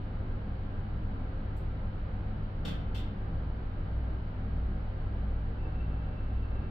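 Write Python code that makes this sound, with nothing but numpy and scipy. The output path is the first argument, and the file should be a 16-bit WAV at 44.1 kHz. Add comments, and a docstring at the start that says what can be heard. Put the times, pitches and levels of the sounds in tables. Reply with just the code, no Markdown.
"""Inside a small steel passenger lift on its way down. The winding machine drones through the ropes as beating
sines; the mains hum is a set of even harmonics. Filtered noise gives the ride rumble, ringing in the air modes
of the car, and the hiss of the ceiling fan. A relay ticks, then a shaft switch clacks twice as a landing goes by:
noise bursts with a reverberant decay, the first booming in the panels. Near the bottom a guide shoe starts to
sing faintly, on an unsteady sine."""
import sys
import numpy as np
from scipy import signal
from scipy.fft import rfft, irfft
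from scipy.io import wavfile

SR = 44100
rng = np.random.default_rng(int(sys.argv[2]) if len(sys.argv) > 2 else 0)


def put_to_file(sound):
    """Save the sound as 16-bit audio at rate SR, in the file named by the first command-line argument."""
    columns = np.atleast_2d(sound).T  # one column per channel
    safe = np.clip(columns, -1, 1)
    whole_steps = np.round(safe * 32767)
    wavfile.write(sys.argv[1], SR, whole_steps.astype(np.int16))


N = 295470
TIME = np.arange(N) / SR  # s
HZ = np.maximum(np.arange(N // 2 + 1) * SR / N, 1)  # spectrum axis, kept above zero for logarithms
ACROSS = np.array([[1], [-1]])  # opposite signs at left and right

# Densities are mean square per Hz, in dB re full scale squared per Hz.
# Lateral balance of ride and fan noise: f/Hz, left minus right/dB
STEADY_BALANCE = [(60, -0.5), (90, 1.5), (130, 0), (200, 0.5), (300, -5), (440, 0), (660, 2), (990, 0),
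                  (1480, -3), (2210, 0), (3300, -1), (4920, 0)]
# Shaft tones, before the load changes them: f/Hz, rms level/dB
SHAFT_TONES = [(22.8, -40.5), (29.4, -42), (45.7, -51), (182.4, -59)]
# Stronger tone of the machine's drone, before its waver: t/s, rms level/dB
DRONE_LEVEL = [(0, -43.5), (2.7, -42), (3.9, -38.5), (5.4, -36.5), (6.7, -37.5)]
# Mains hum, before its waver: multiple of the mains, level in the middle/dB, level across the car/dB
HUM_HARMONICS = [(2, -41, -65), (4, -55, -70), (6, -71.5, -64.5)]
# Broad ride noise, common to both sides and opposed across the car: f/Hz, density/dB
RUMBLE_COMMON = [(15, -80), (20, -57.5), (55, -62), (68, -61), (92, -58.5), (110, -76.5), (230, -78.5),
                 (285, -82.5), (560, -82), (850, -85.5), (960, -89), (1500, -90), (2000, -99.5),
                 (2600, -110)]
RUMBLE_ACROSS = [(15, -84), (90, -81.5), (115, -88.5), (235, -89), (280, -85.5), (640, -87), (1100, -91),
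                 (1800, -92), (2200, -100.5), (2800, -112)]
# Standing waves of the car, common and opposed: f/Hz, width/Hz, density at the peak/dB
CAR_MODES = [(130, 14, -66.5), (152.2, 8.9, -59), (170.6, 3.3, -64), (180, 12, -71), (206.5, 9.7, -63),
             (218.5, 7.8, -66.5), (251.6, 10, -67), (269.9, 7.9, -67), (310.4, 19, -72), (377.8, 24, -74),
             (455.7, 17.4, -74.5), (523.8, 13, -74.5), (610, 60, -83), (746.7, 17, -78.5), (798.7, 13, -78),
             (887.4, 15.4, -81), (990, 17, -83.5), (1050, 10.5, -83.5), (1214, 25, -86), (1344, 25, -85),
             (1609, 23, -85)]
CROSS_MODES = [(395, 25, -83), (508, 11, -76.5), (734, 32, -81), (860, 60, -88), (923, 33, -79.5),
               (1230, 18, -79), (1310, 50, -85), (1500, 79, -85), (1730, 17, -96)]
# Vent hiss, before the spectral ripple: f/Hz, density/dB
FAN_HISS = [(800, -115), (2150, -97), (2450, -100.5), (3000, -99), (3500, -104), (4500, -108),
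            (5200, -117.5), (6000, -129), (9500, -142), (11500, -132), (12300, -136), (16000, -135)]
# Relay tick, before its envelope: f/Hz, density/dB
RELAY_TICK = [(3000, -130), (5600, -114), (7000, -116), (7900, -105), (9000, -122), (11000, -108),
              (13000, -112), (16000, -121)]
# Landing switch: t/s, relative level/dB, relative level of the low body/dB
CLACKS = [(2.6491, 0.5, -5), (2.9446, -3.5, -13.5)]
# Crack and dull body of a clack, before the relative levels: f/Hz, density/dB
CLACK_CRACK = [(1000, -105), (2600, -92.5), (4200, -87), (6200, -100), (7000, -100), (8700, -102),
               (9600, -109), (11000, -105), (13500, -104), (16000, -110)]
CLACK_BODY = [(130, -69), (300, -59.5), (400, -73), (520, -65.5), (900, -87), (1400, -74), (2000, -87),
              (3000, -100)]
# Ring of the switch lever and its bracket, before the relative levels: f/Hz, width/Hz, density at the peak/dB
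LEVER_MODES = [(2090, 150, -82.5), (2694, 250, -80), (3105, 190, -76), (3534, 240, -75), (4370, 200, -84.5),
               (5470, 230, -90), (7600, 400, -100), (11150, 720, -102)]
# Lateral balance of relay and switch: f/Hz, left minus right/dB
SWITCH_BALANCE = [(600, 2), (1800, -1.5), (3300, 2.5), (4200, -3), (5000, 0.5), (6200, 8), (8000, 8.5),
                  (10500, 1), (13500, 5)]
# Reverberation of the car: f/Hz, time to decay by 60 dB/s
CAR_T60 = [(300, 0.56), (1500, 0.82), (3500, 0.44), (7000, 0.26), (15000, 0.26)]

DRONE_HZ, MAINS_HZ, SQUEAL_HZ, CUTOFF_HZ = 58.7, 50, 2676, 15750
# A weaker tone above the drone beats with it; the two are in step at the crest
BEAT_HZ, BEAT_CREST_S, BEAT_TONE_DB = 1.68, 5.24, -7.5
RELAY_S, SWITCH_GAIN_DB = 1.565, 0.06
SQUEAL_START_S, SQUEAL_ATTACK_S, SQUEAL_DB, SQUEAL_FADE_DB_PER_S = 5.55, 0.06, -70, 2
GRIPS_PER_S, GRIP_SWELL_DB, GRIP_SETTLE_S = 5.7, 4.0, 0.9


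def from_db(db):
    """Amplitude ratio: a level of 20 dB is a factor of ten."""
    return 10 ** (np.asarray(db) / 20)


def at_hz(points, hz):
    """Logarithmic pitch scale: interpolate a table against log frequency."""
    f, value = np.transpose(points)
    return np.interp(np.log(hz), np.log(f), value)


def colour(spectrum, modes=()):
    """Power addition: resonances stand on a broad slope, which falls 40 dB per octave past its ends."""
    octaves_outside = np.abs(np.log2(HZ / np.clip(HZ, spectrum[0][0], spectrum[-1][0])))
    power = from_db(at_hz(spectrum, HZ) - 40 * octaves_outside) ** 2
    for hz, width, db in modes:
        detuning = (HZ - hz) / width
        power = power + from_db(db) ** 2 / (1 + 2 * detuning ** 2) ** 2
    return np.sqrt(power)


def noise(gain):
    """Spectral shaping: white noise filtered to the given amplitude per root Hz."""
    return irfft(rfft(rng.standard_normal(N)) * gain, N) * np.sqrt(SR / 2)


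def drift(rate_hz):
    """Slow random fluctuation: low-passed noise scaled to a standard deviation of 1."""
    slow = noise(1 / (1 + (HZ / rate_hz) ** 2) * (HZ > 1))
    return slow / np.std(slow)


def tone(hz, waver_db, wander_hz, rate_hz=3):
    """Random modulation: a sine of nominal rms 1 wavers in level and wanders in pitch."""
    turns = np.cumsum(hz + wander_hz * drift(rate_hz)) / SR + rng.random()
    return np.sqrt(2) * np.sin(2 * np.pi * turns) * from_db(waver_db * drift(rate_hz))


def beating_pair(waver_db, wander_hz, rate_hz=3):
    """Beats: two close tones, wandering together, reinforce and oppose each other in turn."""
    turns = np.cumsum(DRONE_HZ + wander_hz * drift(rate_hz)) / SR + rng.random()
    lead = BEAT_HZ * (TIME - BEAT_CREST_S)
    drone = np.sin(2 * np.pi * turns)
    neighbour = from_db(BEAT_TONE_DB) * np.sin(2 * np.pi * (turns + lead))
    return np.sqrt(2) * (drone + neighbour) * from_db(waver_db * drift(rate_hz))


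def off_centre(x, balance):
    """Level difference between the sides: a sound favours left or right according to frequency."""
    return irfft(rfft(x) * from_db(ACROSS * at_hz(balance, HZ) / 2), N)


def strike(s, gain, rise_s, hold_s, grain_db=1.0):
    """Reverberation: a knock's uneven echoes pile up, hold, then decay at a rate set by frequency."""
    start, size = int(s * SR), SR // 2
    age = np.arange(size) / SR
    sides = [(noise(gain) * from_db(grain_db * drift(250)))[:size] for _ in range(2)]
    echoes = rfft(sides)
    hz = np.maximum(np.arange(echoes.shape[1]) * SR / size, 1)
    out = np.zeros((2, N))
    for centre, t60 in CAR_T60:
        # each band fades into its neighbours, so that the shares add to 1
        share = at_hz([(f, float(f == centre)) for f, _ in CAR_T60], hz)
        decay = from_db(-60 * np.maximum(age - hold_s, 0) / t60)
        envelope = np.minimum(age / rise_s, 1) * decay
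        out[:, start:start + size] += irfft(echoes * share, size) * envelope
    return out


def machine():
    """Structure-borne sound: shaft tones and a beating drone come down the ropes, growing on the descent."""
    drone_db = np.interp(TIME, *np.transpose(DRONE_LEVEL))
    shafts = sum(from_db(db) * tone(hz, waver_db=0.6, wander_hz=0.31) for hz, db in SHAFT_TONES)
    # the shaft tones follow the drone's level, but much less strongly
    load = from_db(0.19 * (drone_db - np.mean(drone_db)))
    return shafts * load + from_db(drone_db) * beating_pair(waver_db=1.0, wander_hz=0.31)


def mains_hum():
    """Magnetic hum: fan motor and lamp chokes sound at even multiples of the mains frequency."""
    hum = 0
    for multiple, middle_db, across_db in HUM_HARMONICS:
        sides = from_db(middle_db) + ACROSS * from_db(across_db)
        hum = hum + sides * tone(multiple * MAINS_HZ, waver_db=0.85, wander_hz=0.014)
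    return hum


def ride_noise(surge_db=0.5):
    """Room resonance: rolling and rushing air excite the car's standing waves, with only slight surges."""
    common = noise(colour(RUMBLE_COMMON, CAR_MODES))
    across = ACROSS * noise(colour(RUMBLE_ACROSS, CROSS_MODES))
    return (common + across) * from_db(surge_db * drift(1.5))


def fan(ripple_db=1.57, ripple_hz=90):
    """Diffuse field: vent hiss arrives from all round, its spectrum rippled by the close steel walls."""
    grid = np.arange(0, SR / 2, ripple_hz)
    ripple = from_db(ripple_db * np.interp(HZ, grid, rng.standard_normal(len(grid))))
    gain = colour(FAN_HISS) * ripple
    return noise(gain) + ACROSS * noise(gain) * from_db(-0.6)


def relay_tick():
    """Impulsive excitation: a small relay ticks, a short bright burst scattered by the walls."""
    tick = strike(RELAY_S, colour(RELAY_TICK), rise_s=0.0018, hold_s=0.012)
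    return off_centre(tick, SWITCH_BALANCE) * from_db(SWITCH_GAIN_DB)


def landing_switch(snap_db=-3.0, snap_s=0.0044):
    """Direct and reverberant sound: a lever snaps on and off a landing cam, and the walls scatter it."""
    lever, body = colour(CLACK_CRACK, LEVER_MODES), colour(CLACK_BODY)
    scattered, snaps = 0, 0
    for s, db, body_db in CLACKS:
        gain = lever + from_db(body_db) * body
        scattered = scattered + from_db(db) * strike(s, gain, rise_s=0.0048, hold_s=0.037)
        age = np.maximum(TIME - s, 0) / snap_s
        snaps = snaps + from_db(db + snap_db) * age * np.exp(1 - age)  # each peaks after snap_s
    direct = noise(lever) * snaps
    return off_centre(scattered + direct, SWITCH_BALANCE) * from_db(SWITCH_GAIN_DB)


def panel_boom(level_db=-37, t60=0.54, swell_s=0.035):
    """Modal vibration: the first clack shakes two low modes of the wall panels, which swell and die."""
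    age = np.maximum(TIME - CLACKS[0][0], 0)
    modes = tone(141, waver_db=4.0, wander_hz=2.2) + tone(173, waver_db=3.4, wander_hz=2.3)
    return from_db(level_db - 60 * age / t60) * (1 - np.exp(-age / swell_s)) * modes


def guide_shoe():
    """Stick-slip friction: the shoe sings on the rail, swelling as it grips and sinking as it slips."""
    age = np.maximum(TIME - SQUEAL_START_S, 0)
    onset = np.minimum(age / SQUEAL_ATTACK_S, 1)
    # the swells settle as the shoe slides on
    grip = -np.cos(2 * np.pi * GRIPS_PER_S * age) * np.exp(-age / GRIP_SETTLE_S)
    level_db = SQUEAL_DB + GRIP_SWELL_DB * grip - SQUEAL_FADE_DB_PER_S * age
    note = tone(SQUEAL_HZ, waver_db=4.0, wander_hz=11.0, rate_hz=35)
    reflected = tone(SQUEAL_HZ, waver_db=1.0, wander_hz=14, rate_hz=25)
    return onset * from_db(level_db) * (note + from_db(-1.5) * ACROSS * reflected)


def scene():
    """Superposition: everything heard inside the car is the sum of its sources."""
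    steady = machine() + mains_hum() + off_centre(ride_noise() + fan(), STEADY_BALANCE)
    return steady + relay_tick() + landing_switch() + panel_boom() + guide_shoe()


def record(dry):
    """Band limiting: both ends are eased over a millisecond and a steep low-pass cuts the top."""
    ease = np.minimum(np.minimum(TIME, TIME[::-1]) / 0.001, 1)
    low_pass = signal.ellip(10, 0.1, 80, CUTOFF_HZ, fs=SR, output="sos")
    return signal.sosfilt(low_pass, dry * ease)


dry = scene()
out = record(dry)
put_to_file(out)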